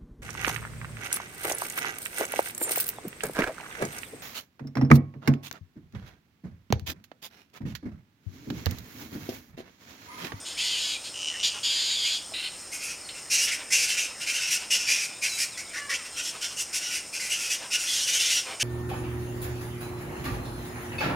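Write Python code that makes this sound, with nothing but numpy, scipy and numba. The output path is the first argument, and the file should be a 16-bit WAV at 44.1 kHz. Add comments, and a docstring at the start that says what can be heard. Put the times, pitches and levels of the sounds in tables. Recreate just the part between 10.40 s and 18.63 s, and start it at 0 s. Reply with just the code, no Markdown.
"""A near fruit bat squawks harshly in a roost tree, after another bat has screeched; whines, yaps and squeals join in.
Most calls are trains of uneven vocal pulses that ring the resonances of a small throat; squeals are gliding harmonics.
Gasps are puffs of filtered noise, and one soft knock is a short fading tone.
Trunks and leaves scatter the calls over filtered noise for air, the distant colony and insect hiss; the sound is mono."""
import sys
import numpy as np
from scipy import signal
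from scipy.fft import rfft, irfft
from scipy.io import wavfile
from scipy.ndimage import uniform_filter1d
from numba import njit

SR = 44100
rng = np.random.default_rng(int(sys.argv[2]) if len(sys.argv) > 2 else 0)


def master(y):
    """Save y as 16-bit WAV."""
    cut = np.clip(np.atleast_2d(y).T, -1, 1)
    pcm = np.round(cut * 32767)  # scale
    wavfile.write(sys.argv[1], SR, pcm.astype(np.int16))


N = 362942
T = np.arange(N) / SR  # time of each sample [s]
TOP_HZ = 15900  # upper limit of the sound
RELEASE_S = .01  # how quickly a call dies away at its end
ACCENT_S = 0.049  # how quickly the push at the start of a screech relaxes
SCREECH_ACCENT_DB = 6  # extra level of that push


def undb(db):
    """Decibels to gain."""
    return 10 ** (np.asarray(db) / 20)


def unit(x):
    """Scale to an average (rms) level of 1."""
    return x / np.sqrt(np.mean(x ** 2) + 1e-18)


def even(x, size=900):
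    """Hold the short-time rms level at 1, over a window of so many samples."""
    return x / np.sqrt(np.abs(uniform_filter1d(x * x, size)) + 1e-12)


def walk(rate):
    """Smooth random wander with a spread near 1 and about `rate` new targets a second."""
    k = max(int(SR / rate), 2)
    steps = np.repeat(rng.standard_normal(N // k + 1), k)
    return 1.3 * uniform_filter1d(steps, k)[:N]


def colour(x, points):
    """Filter noise or voice to a (frequency [Hz], level [dB]) outline, without sounding ahead of time."""
    hz, db = np.transpose(points)
    size = 2048
    f = np.maximum(np.fft.rfftfreq(size, 1 / SR), 1)
    # beyond both ends of the outline the level falls by a further 12 dB per octave
    outside = np.maximum(np.log2(hz[0] / f), 0) + np.maximum(np.log2(f / hz[-1]), 0)
    outline_db = np.interp(np.log(f), np.log(hz), db) - 12 * outside
    # folding the cepstrum gives the filter that responds soonest (minimum phase)
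    cepstrum = irfft(np.log(undb(outline_db)))
    cepstrum[1:size // 2] *= 2
    cepstrum[size // 2 + 1:] = 0
    response = irfft(np.exp(rfft(cepstrum)))
    return signal.fftconvolve(x, response)[:N]


@njit
def svf(x, hz, width):
    """State-variable band-pass filter with a moving centre."""
    y, b, l = np.empty(len(x)), 0., 0.
    for i in range(len(x)):
        g, k = np.tan(np.pi * hz[i] / SR), width / hz[i]
        v = (b + g * (x[i] - l)) / (1 + g * (g + k))
        b, l, y[i] = 2 * v - b, l + 2 * g * v, k * v
    return y


def ring(x, hz, width_hz):
    """One resonance, fixed or moving."""
    return svf(x, hz * np.ones(len(x)), float(width_hz))


def split(x, hz):
    """The parts below and above a frequency."""
    low = signal.sosfiltfilt(signal.butter(3, hz, fs=SR, output="sos"), x)
    return low, x - low


def folds(hz, rough, jitter, scatter_db, skip_db, hiss):
    """Sharp closures of the vocal folds; roughness upsets their timing and size and lets air hiss through."""
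    phase = np.cumsum(hz * (1 + .03 * walk(60))) / SR
    at = np.interp(np.arange(1, int(phase[-1])), phase, np.arange(N))
    cycle = at.astype(int)  # the sample where each cycle would close on time
    timing, strength = rng.standard_normal((len(at), 2)).T
    at = at + jitter * rough[cycle] * timing * SR / hz[cycle]
    # in patches every second closure weakens and the voice drops an octave
    skip = np.clip(.5 + walk(25), 0, 1)[cycle] * (np.arange(len(at)) % 2)
    size = undb(scatter_db * rough[cycle] * np.clip(strength, -2, 1) - abs(skip_db) * skip)
    # each closure is a smooth click, placed between samples
    taps = at.astype(int)[:, None] + np.arange(-5, 7)
    lag = taps - at[:, None]
    clicks = size[:, None] * np.sinc(lag) * np.sinc(lag / 6)
    pulses = np.bincount(np.clip(taps, 0, N - 1).ravel(), clicks.ravel(), N)
    # the hiss weakens through each cycle
    air = rng.standard_normal(N) * np.exp(-(phase % 1) / 0.65)
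    return even(pulses) + hiss * rough * unit(air)


def tongue(x, depth_db, width_hz, rate):
    """Jaw and tongue never rest: small resonances slide, swell and fade, and ring on after each pulse."""
    out = x
    for hz in np.geomspace(2000, 12000, num=10):
        band = ring(out, hz * (1 + .05 * walk(rate)), width_hz * np.sqrt(hz / 3000))
        # turning a band over keeps its level but delays it
        out = out - (1 + undb(depth_db * walk(rate).clip(-2, 2))) * band
    return out


def syllables(rows, accent_db=0):
    """Gain of a run of calls, then the age [s] and any further columns of whichever call is loudest."""
    total, top = np.zeros(N), np.full(N, 1e-12)
    # outside the calls, the further columns rest at their averages and the age at 0
    held = np.outer(np.mean(rows, axis=0)[3:], np.ones(N))
    held[0] = 0
    for s, length, attack, db, *rest in rows:
        on = slice(*np.searchsorted(T, [s, s + length + 5 * RELEASE_S]))
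        age = T[on] - s
        rise = 1 - np.exp(-age / attack)
        shape = rise / (1 + np.exp((age - length) / RELEASE_S + 1))
        power = (shape * undb(db + accent_db * np.exp(-age / ACCENT_S))) ** 2
        held[:, on] = np.where(power > top[on], np.broadcast_arrays(age, *rest), held[:, on])
        top[on] = np.maximum(top[on], power)
        total[on] += power
    return np.sqrt(total), *uniform_filter1d(held, size=300, axis=1)


def background():
    """Air in the trees, far bats chattering in shifting bands, and insects hissing in two narrow ones."""
    # outline of the air noise: (frequency [Hz], relative level [dB])
    air_outline = [(15, -32), (25, -7), (86, -3.5), (244, -4), (295, -1), (444, -4.5), (493, -2),
                   (565, -2.5), (605, -3), (769, -4), (994, -5.5), (1220, -5.5), (1350, -3.5), (1500, -6),
                   (1950, -22), (3300, -120)]
    # outline of the distant colony: (frequency [Hz], relative level [dB])
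    colony_outline = [(710, -53), (1200, -17), (1270, -21), (1550, -26), (1620, -8), (3730, -13.5),
                      (4020, -14), (4620, -10.5), (5260, 6), (6240, -48.5), (6940, 3), (7730, -11),
                      (8510, 3.5), (10300, -17), (15500, -32)]
    insect_outline = [(4600, -30), (5300, -11.0), (6000, -13.5), (7600, -20), (8650, -7.0), (9600, -26.5)]
    air = unit(colour(rng.standard_normal(N), air_outline)) * undb(-51.5)
    far = unit(colour(rng.standard_normal(N), colony_outline)) * undb(-45 + 0.077 * walk(8.8))
    chatter = np.zeros(N)
    for hz in (2000, 2390, 2810, 4060):
        band = ring(rng.standard_normal(N), hz * (1 + 0.061 * walk(12)), 160)
        chatter += unit(band) * undb(4.1 * walk(11))
    insects = unit(colour(rng.standard_normal(N), insect_outline))
    return air + far + undb(-52.5) * unit(chatter) + undb(-47.5 + walk(30)) * insects


def knock():
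    """One soft, woody knock: a low tone that fades at once."""
    # the knock: (start [s], starting level [dB], frequency [Hz], time to fade by 60 dB [s])
    soft_knock = (1.921, -35, 680, .025)
    s, db, hz, t60 = soft_knock
    t = np.maximum(T - s, 0)
    return undb(db - 60 * t / t60) * np.sin(2 * np.pi * hz * t)


def gasps():
    """A bat draws air through its open mouth: two soft resonances shape the noise."""
    # gasps between calls: (start [s], length [s], level [dB], lower resonance [Hz])
    breaths = [(1.125, 0.074, -47, 1040), (3.175, 0.071, -45, 1080), (3.679, 0.056, -49.5, 1050),
               (4.192, 0.086, -51, 1001), (4.678, 0.084, -52, 1015), (5.922, 0.07, -46, 997),
               (6.093, 0.048, -49.5, 1052), (7.187, 0.096, -43.5, 950), (8.039, 0.13, -41, 912)]
    out, air = np.zeros(N), rng.standard_normal(N)
    for s, length, db, hz in breaths:
        on = (T >= s) & (T < s + length)
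        lower = ring(ring(air[on], hz, 1800), hz, 1800)
        puff = lower + ring(air[on], 2.48 * hz, 790)
        out[on] += unit(puff * np.sin(np.pi * (T[on] - s) / length)) * undb(db)
    return out


def squeals():
    """Gliding notes whose harmonics fall away on both sides of one resonance; hoarse ones shudder more."""
    # squeals and moans, from nearly clean to hoarse: (start [s], length [s], start pitch [Hz],
    # middle pitch [Hz], end pitch [Hz], level before a 2.5 dB cut [dB], resonance [Hz], depth of shudder [0-1])
    glides = [(.17, .045, 2200, 2550, 2650, -37, 2500, .5), (.52, .05, 2700, 2550, 2350, -40, 2500, .4),
              (2.61, .08, 4450, 4400, 4150, -51, 4400, .4), (4.89, .09, 1400, 1315, 1345, -36, 4500, .1),
              (5.105, .07, 4400, 3700, 3250, -49.5, 3700, .25),
              (5.26, .05, 3800, 3620, 3400, -55, 3600, .2), (5.34, .25, 548, 572, 478, -43.5, 1480, .7),
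              (5.55, .08, 715, 670, 575, -46, 1800, .6), (5.725, .06, 1390, 1365, 1320, -44, 3000, .3),
              (6.795, .05, 1930, 2030, 2000, -39, 2030, .7)]
    out, waver, shudder = np.zeros(N), 1 + .003 * walk(300), walk(190)
    for s, length, start_hz, middle_hz, end_hz, db, throat_hz, hoarse in glides:
        on = (T >= s) & (T < s + length)
        u = (T[on] - s) / length  # progress through the note, 0-1
        glide = np.polyfit([0, .5, 1], [start_hz, middle_hz, end_hz], 2)
        hz = np.polyval(glide, u) * waver[on]
        phase = 2 * np.pi * np.cumsum(hz) / SR
        tone = np.zeros(len(u))
        for k in range(1, int(TOP_HZ / hz.max())):
            octaves_away = abs(np.log2(k * middle_hz / throat_hz))
            tone += undb(-13 * octaves_away) * np.sin(k * phase)
        swell = np.sin(np.pi * u) ** 0.27
        out[on] += unit(tone * (1 + hoarse * shudder[on]) * swell) * undb(db - 2.5)
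    return out


def yapper():
    """Short, dull yaps whose two resonances climb across the first two yaps, then stay high."""
    # yaps from another branch: (start [s], length [s], attack [s], level before the last trim [dB])
    yaps = [(1.935, 0.098, .003, -33), (2.02, .07, 0.016, -30.5), (2.686, 0.014, .003, -28)]
    # outline of the throat: (frequency [Hz], relative level [dB])
    throat = [(590, -54), (1000, -32), (1200, -35), (1310, -17), (2120, -7), (2800, -4), (3400, -5.5),
              (4040, -1), (5880, -30), (8650, -15), (13000, -31)]
    pulse_hz, rough = 497, 0.52  # pulse rate of the folds; roughness 0-1
    source = folds(np.full(N, pulse_hz), np.full(N, rough), jitter=0.12, scatter_db=7, skip_db=2, hiss=0.99)
    voice = colour(source, throat)
    first_hz = np.interp(T, [1.94, 2.08], [2620, 3050])
    voice = voice + 1.7 * ring(voice, first_hz, 300) + 1.6 * ring(voice, 1.42 * first_hz, 350)
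    return even(voice) * syllables(yaps)[0] * undb(-1.5 + 0.73 * walk(30.15))


def whine():
    """Slow creaking pulses ring one narrow, slowly sinking resonance."""
    # whines between the screeches: (start [s], length [s], attack [s], level before a 2 dB cut [dB])
    whines = [(.725, 0.2, .03, -34.5), (.865, 0.04, .012, -27), (.9, 0.099, .01, -37.5),
              (.985, 0.055, 0.01, -30.5), (1.06, .15, 0.0083, -38)]
    # outline of the throat: (frequency [Hz], relative level [dB])
    throat = [(1060, -66), (1800, -41), (2000, -24), (2580, -7), (2950, 1), (3340, -12), (4320, -15),
              (6050, -6.5), (7670, -15.5), (8850, -24), (10000, -43), (13000, -69), (22000, -120)]
    pulse_hz = 185 * (1 + .1 * walk(15))
    source = folds(pulse_hz, np.full(N, .6), jitter=.25, scatter_db=7, skip_db=7, hiss=.5)
    voice = colour(source, throat)
    sinking_hz = np.interp(T, [.88, 1.2], [3010, 2720]) * (1 + 0.015 * walk(25.3))
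    voice = voice + 0.9 * ring(voice, sinking_hz, 200)
    return even(voice) * syllables(whines)[0] * undb(-2.0)


def screecher():
    """Strained screeches: rough pulses ring a tightening throat; the last ones cut across the near bat."""
    # screeches of the first bat: (start [s], length [s], attack [s], level before accent and trim [dB])
    screeches = [(.048, 0.056, .014, -36.5), (.09, .085, 0.0086, -42), (.17, 0.4, 0.023, -30.5),
                 (.635, 0.06, 0.017, -35.5), (1.028, 0.073, 0.0057, -26), (1.228, .56, 0.017, -27.5)]
    # late, narrower screeches: (start [s], length [s], attack [s], level before accent and trim [dB])
    retorts = [(7.46, .2, 0.017, -33.5), (7.66, .11, .01, -35), (7.79, 0.215, 0.0051, -32.5)]
    # outline of the throat: (frequency [Hz], relative level [dB])
    throat = [(530, -75), (900, -23), (1240, -39), (1520, -19.5), (1820, -17), (3300, -2), (4230, -6),
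              (4820, -5.5), (5700, -16), (7060, -6.5), (7770, -17), (8650, -17.5), (9630, -27),
              (10600, -20), (15500, -41)]
    pulse_hz, rough = 511.5, 0.43  # pulse rate of the folds; roughness 0-1
    source = folds(np.full(N, pulse_hz), np.full(N, rough), jitter=0.11, scatter_db=2.5, skip_db=6.5, hiss=0.93)
    voice = colour(tongue(source, depth_db=5.0, width_hz=140, rate=20), throat)
    # from one screech to the next the throat tightens: its resonances rise and stand out more
    strain = np.interp(T, [.4, 1.3], [0, 1])
    first_hz = (3050 + 280 * strain) * (1 + .01 * walk(12))
    first = ring(voice, first_hz, 330)
    second = ring(voice, 1.444 * first_hz, 400)
    third = .7 * ring(voice, 2.09 * first_hz, 500)
    voice = voice + (0.39 + 0.6 * strain) * (first + second + third)
    # each screech starts with a push that soon relaxes
    early = even(voice) * syllables(screeches, SCREECH_ACCENT_DB)[0] * undb(-1 + 0.66 * walk(45.1))
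    late = even(ring(voice, 3910, 1300)) * syllables(retorts, SCREECH_ACCENT_DB)[0] * undb(-2.5)
    return early + late


def squawker():
    """Rasping squawks; the opening mouth lifts resonance and pitch, and effort clears the voice."""
    # squawks of the near bat: (start [s], length [s], attack [s], level before flutter [dB],
    # open mouth resonance [Hz], upper resonances relative to the first, before a trim [dB])
    squawks = [ (2.315, 0.071, 0.01, -34.5, 2451, 5), (2.385, 0.17, 0.016, -36, 2560, 2),
               (2.735, 0.082, .012, -42.5, 2520, -1), (2.897, 0.08, 0.03, -18.5, 2819, 6),
               (2.97, 0.1, .012, -23.5, 2797, 4.5), (3.065, 0.051, 0.0072, -26.5, 2580, -5),
               (3.11, 0.052, 0.0081, -25.5, 2333, -3), (3.302, 0.034, 0.0085, -26, 2302, 2),
               (3.319, .068, 0.0046, -19.5, 2699, 4.5), (3.375, .1, 0.0089, -25.5, 2622, 3.5),
               (3.47, 0.1, .012, -27, 2719, 0.5), (3.565, 0.059, 0.011, -23.5, 2839, -1.5),
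               (3.605, 0.071, 0.0086, -28, 2742, 2), (3.797, 0.051, .02, -28, 2802, 0),
               (3.86, 0.069, 0.023, -23.5, 2643, -1.5), (3.925, 0.086, .012, -28, 2899, 0),
               (4.0, .11, .012, -29, 2718, 0), (4.1, 0.079, 0.011, -24, 2699, 3),
               (4.175, 0.089, 0.0095, -41.5, 2652, -3), (4.301, .085, .008, -22.5, 2895, 1),
               (4.38, 0.11, 0.0077, -31.5, 2698, 3.5), (4.46, .1, .04, -19.5, 2581, 1),
               (4.55, .12, .01, -29.5, 2529, 0.5), (4.812, .072, 0.03, -21.5, 2517, 2),
               (4.875, 0.12, .01, -37, 2432, 11), (4.965, 0.087, 0.042, -22.5, 2469, 4),
               (5.172, 0.051, 0.0021, -33, 2229, 2.5), (5.33, 0.072, .02, -32, 1847, -5),
               (5.493, 0.057, 0.0049, -27, 2038, -1.5), (5.53, 0.036, 0.0073, -26.5, 2780, -1),
               (5.645, 0.043, 0.0087, -37, 2751, 0), (5.76, 0.066, 0.016, -30.5, 2849, 2),
               (5.815, .1, 0.037, -28.5, 3039, 4.5), (6.007, .068, 0.016, -29, 3202, 3),
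               (6.075, 0.068, .012, -40.5, 2993, 4.5), (6.16, .075, 0.027, -26.5, 2850, 7.5),
               (6.325, 0.075, 0.019, -26.5, 2885, 7), (6.4, 0.12, 0.0095, -33, 2905, 2.5),
               (6.5, 0.098, .015, -27.5, 2763, 2.5), (6.725, .065, 0.013, -30.5, 2704, 2.5),
               (6.79, 0.11, 0.014, -31.5, 2399, 3), (6.89, .1, .015, -28.5, 2784, 1.5),
               (6.985, 0.12, 0.0091, -31.5, 2687, 3.5), (7.095, 0.069, 0.013, -24.5, 2881, 3.5),
               (7.3, .078, 0.029, -23, 2783, 0.5), (7.375, 0.1, 0.0094, -31.5, 2745, 5),
               (7.455, 0.23, 0.011, -30, 3082, 5), (7.662, 0.068, .015, -23, 2946, 3.5),
               (7.718, 0.074, 0.013, -22.5, 3030, 4.5), (7.785, .12, .01, -25, 2993, 3.5),
               (7.895, 0.12, 0.006, -24.5, 2961, 3.5), (8.196, 0.049, 0.0083, -22, 2998, -0.5), ]
    # outline of the throat: (frequency [Hz], relative level [dB])
    throat = [(300, -22.5), (550, -17), (1180, -26), (1450, -11), (2000, -4), (2700, -4.5), (3800, -7.5),
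              (4400, -5), (5600, -.5), (7000, -4.5), (10000, -9.5), (12500, -18), (15500, -30)]
    # strength of the hissing top: (time [s], relative level [dB])
    edge_level = [(2.4, 3.5), (2.9, -1), (4.0, -0.5), (4.8, -4), (5.0, 1), (5.3, -4.5), (6.2, -1),
                  (7.0, 1.5), (7.8, 1), (8.2, 2)]
    mouth_shut, mouth_opens_s = .13, .022  # the resonance starts this share low and rises this quickly
    pulse_hz, rest_mouth_hz, pitch_follows = 482.3, 2660, .25  # pitch rises with the mouth, by this power
    soft_db, soft_rough, clears_per_db = -30, 0.793, 0.05  # the harder the push, the more regular the pulses
    foot_db, foot_fades_per_db = -3, 1.4  # the small low resonance shows most in soft squawks

    gain, age, open_hz, bright_db = syllables(squawks)
    opening = 1 - mouth_shut * np.exp(-age / mouth_opens_s)
    mouth_hz = open_hz * opening * (1 + .012 * walk(25))
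    effort_db = 20 * np.log10(gain + 1e-9) - soft_db
    rough = np.clip(soft_rough - clears_per_db * effort_db, .12, .9)
    pitch_hz = pulse_hz * (mouth_hz / rest_mouth_hz) ** pitch_follows
    source = folds(pitch_hz, rough, jitter=0.2272, scatter_db=0.5, skip_db=14.0, hiss=1.0)
    voice = colour(tongue(source, depth_db=4, width_hz=80, rate=26), throat)
    low, upper = split(voice, 4510)
    first = 0.38 * low + 1.79 * ring(low, mouth_hz, 330)
    # a small resonance, wavering slightly, rings at the foot of the voice
    foot = ring(low, 1450 * (1 + 0.021 * walk(13)), 91)
    first = first + undb(foot_db - foot_fades_per_db * effort_db.clip(-5, 10)) * foot
    # the second resonance follows the first about an octave above
    second_hz = (2.06 * mouth_hz).clip(4600, 6500) * (1 + 0.1 * walk(22))
    upper = upper + 0.64 * ring(upper, second_hz, 720)
    upper, edge = split(upper, 6300)
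    edge_db = np.interp(T, *np.transpose(edge_level)) + 1.9 * walk(23)
    upper = upper + undb(edge_db) * edge
    flutter = undb(-0.56 + 1.07 * walk(40))
    brightness = undb(bright_db - 0.63 + 0.89 * walk(35))
    return even(even(first) + brightness * even(upper)) * gain * flutter


def trees(x, near_db, far_db, t60):
    """Quick reflections that shift as the bats sway and turn, each with a diffuse tail from trunks and leaves."""
    t, out = T[:SR // 2], x
    facing = np.array([walk(13) for _ in range(12)])
    # the calls are shared among 12 echo patterns, with a steady total power
    for share in facing / np.linalg.norm(facing, axis=0):
        near, far = rng.standard_normal((2, len(t)))
        near = near * (t > .0004) * np.exp(-t / 0.0098)
        # the tail is duller, builds up gently and fades by 60 dB per t60
        fade = np.exp(-np.log(1000) * t / t60)
        far = signal.lfilter([1], [1, -.45], far) * (1 - np.exp(-t / 0.021)) * fade
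        response = undb(near_db) * near / np.linalg.norm(near) + undb(far_db) * far / np.linalg.norm(far)
        out = out + signal.oaconvolve(x * share, response)[:N]
    return out


def scene():
    """All callers and the knock among the trees, over the background."""
    calls = screecher() + whine() + yapper() + squawker() + squeals() + gasps() + knock()
    mono = trees(calls, near_db=-3.5, far_db=-12.5, t60=0.43) + background()
    return np.array([mono, mono])


def record(dry):
    """The recorder cuts the top with a steep low-pass filter."""
    return signal.sosfilt(signal.ellip(10, .2, 70, TOP_HZ, fs=SR, output="sos"), dry)


dry = scene()
out = record(dry)
master(out)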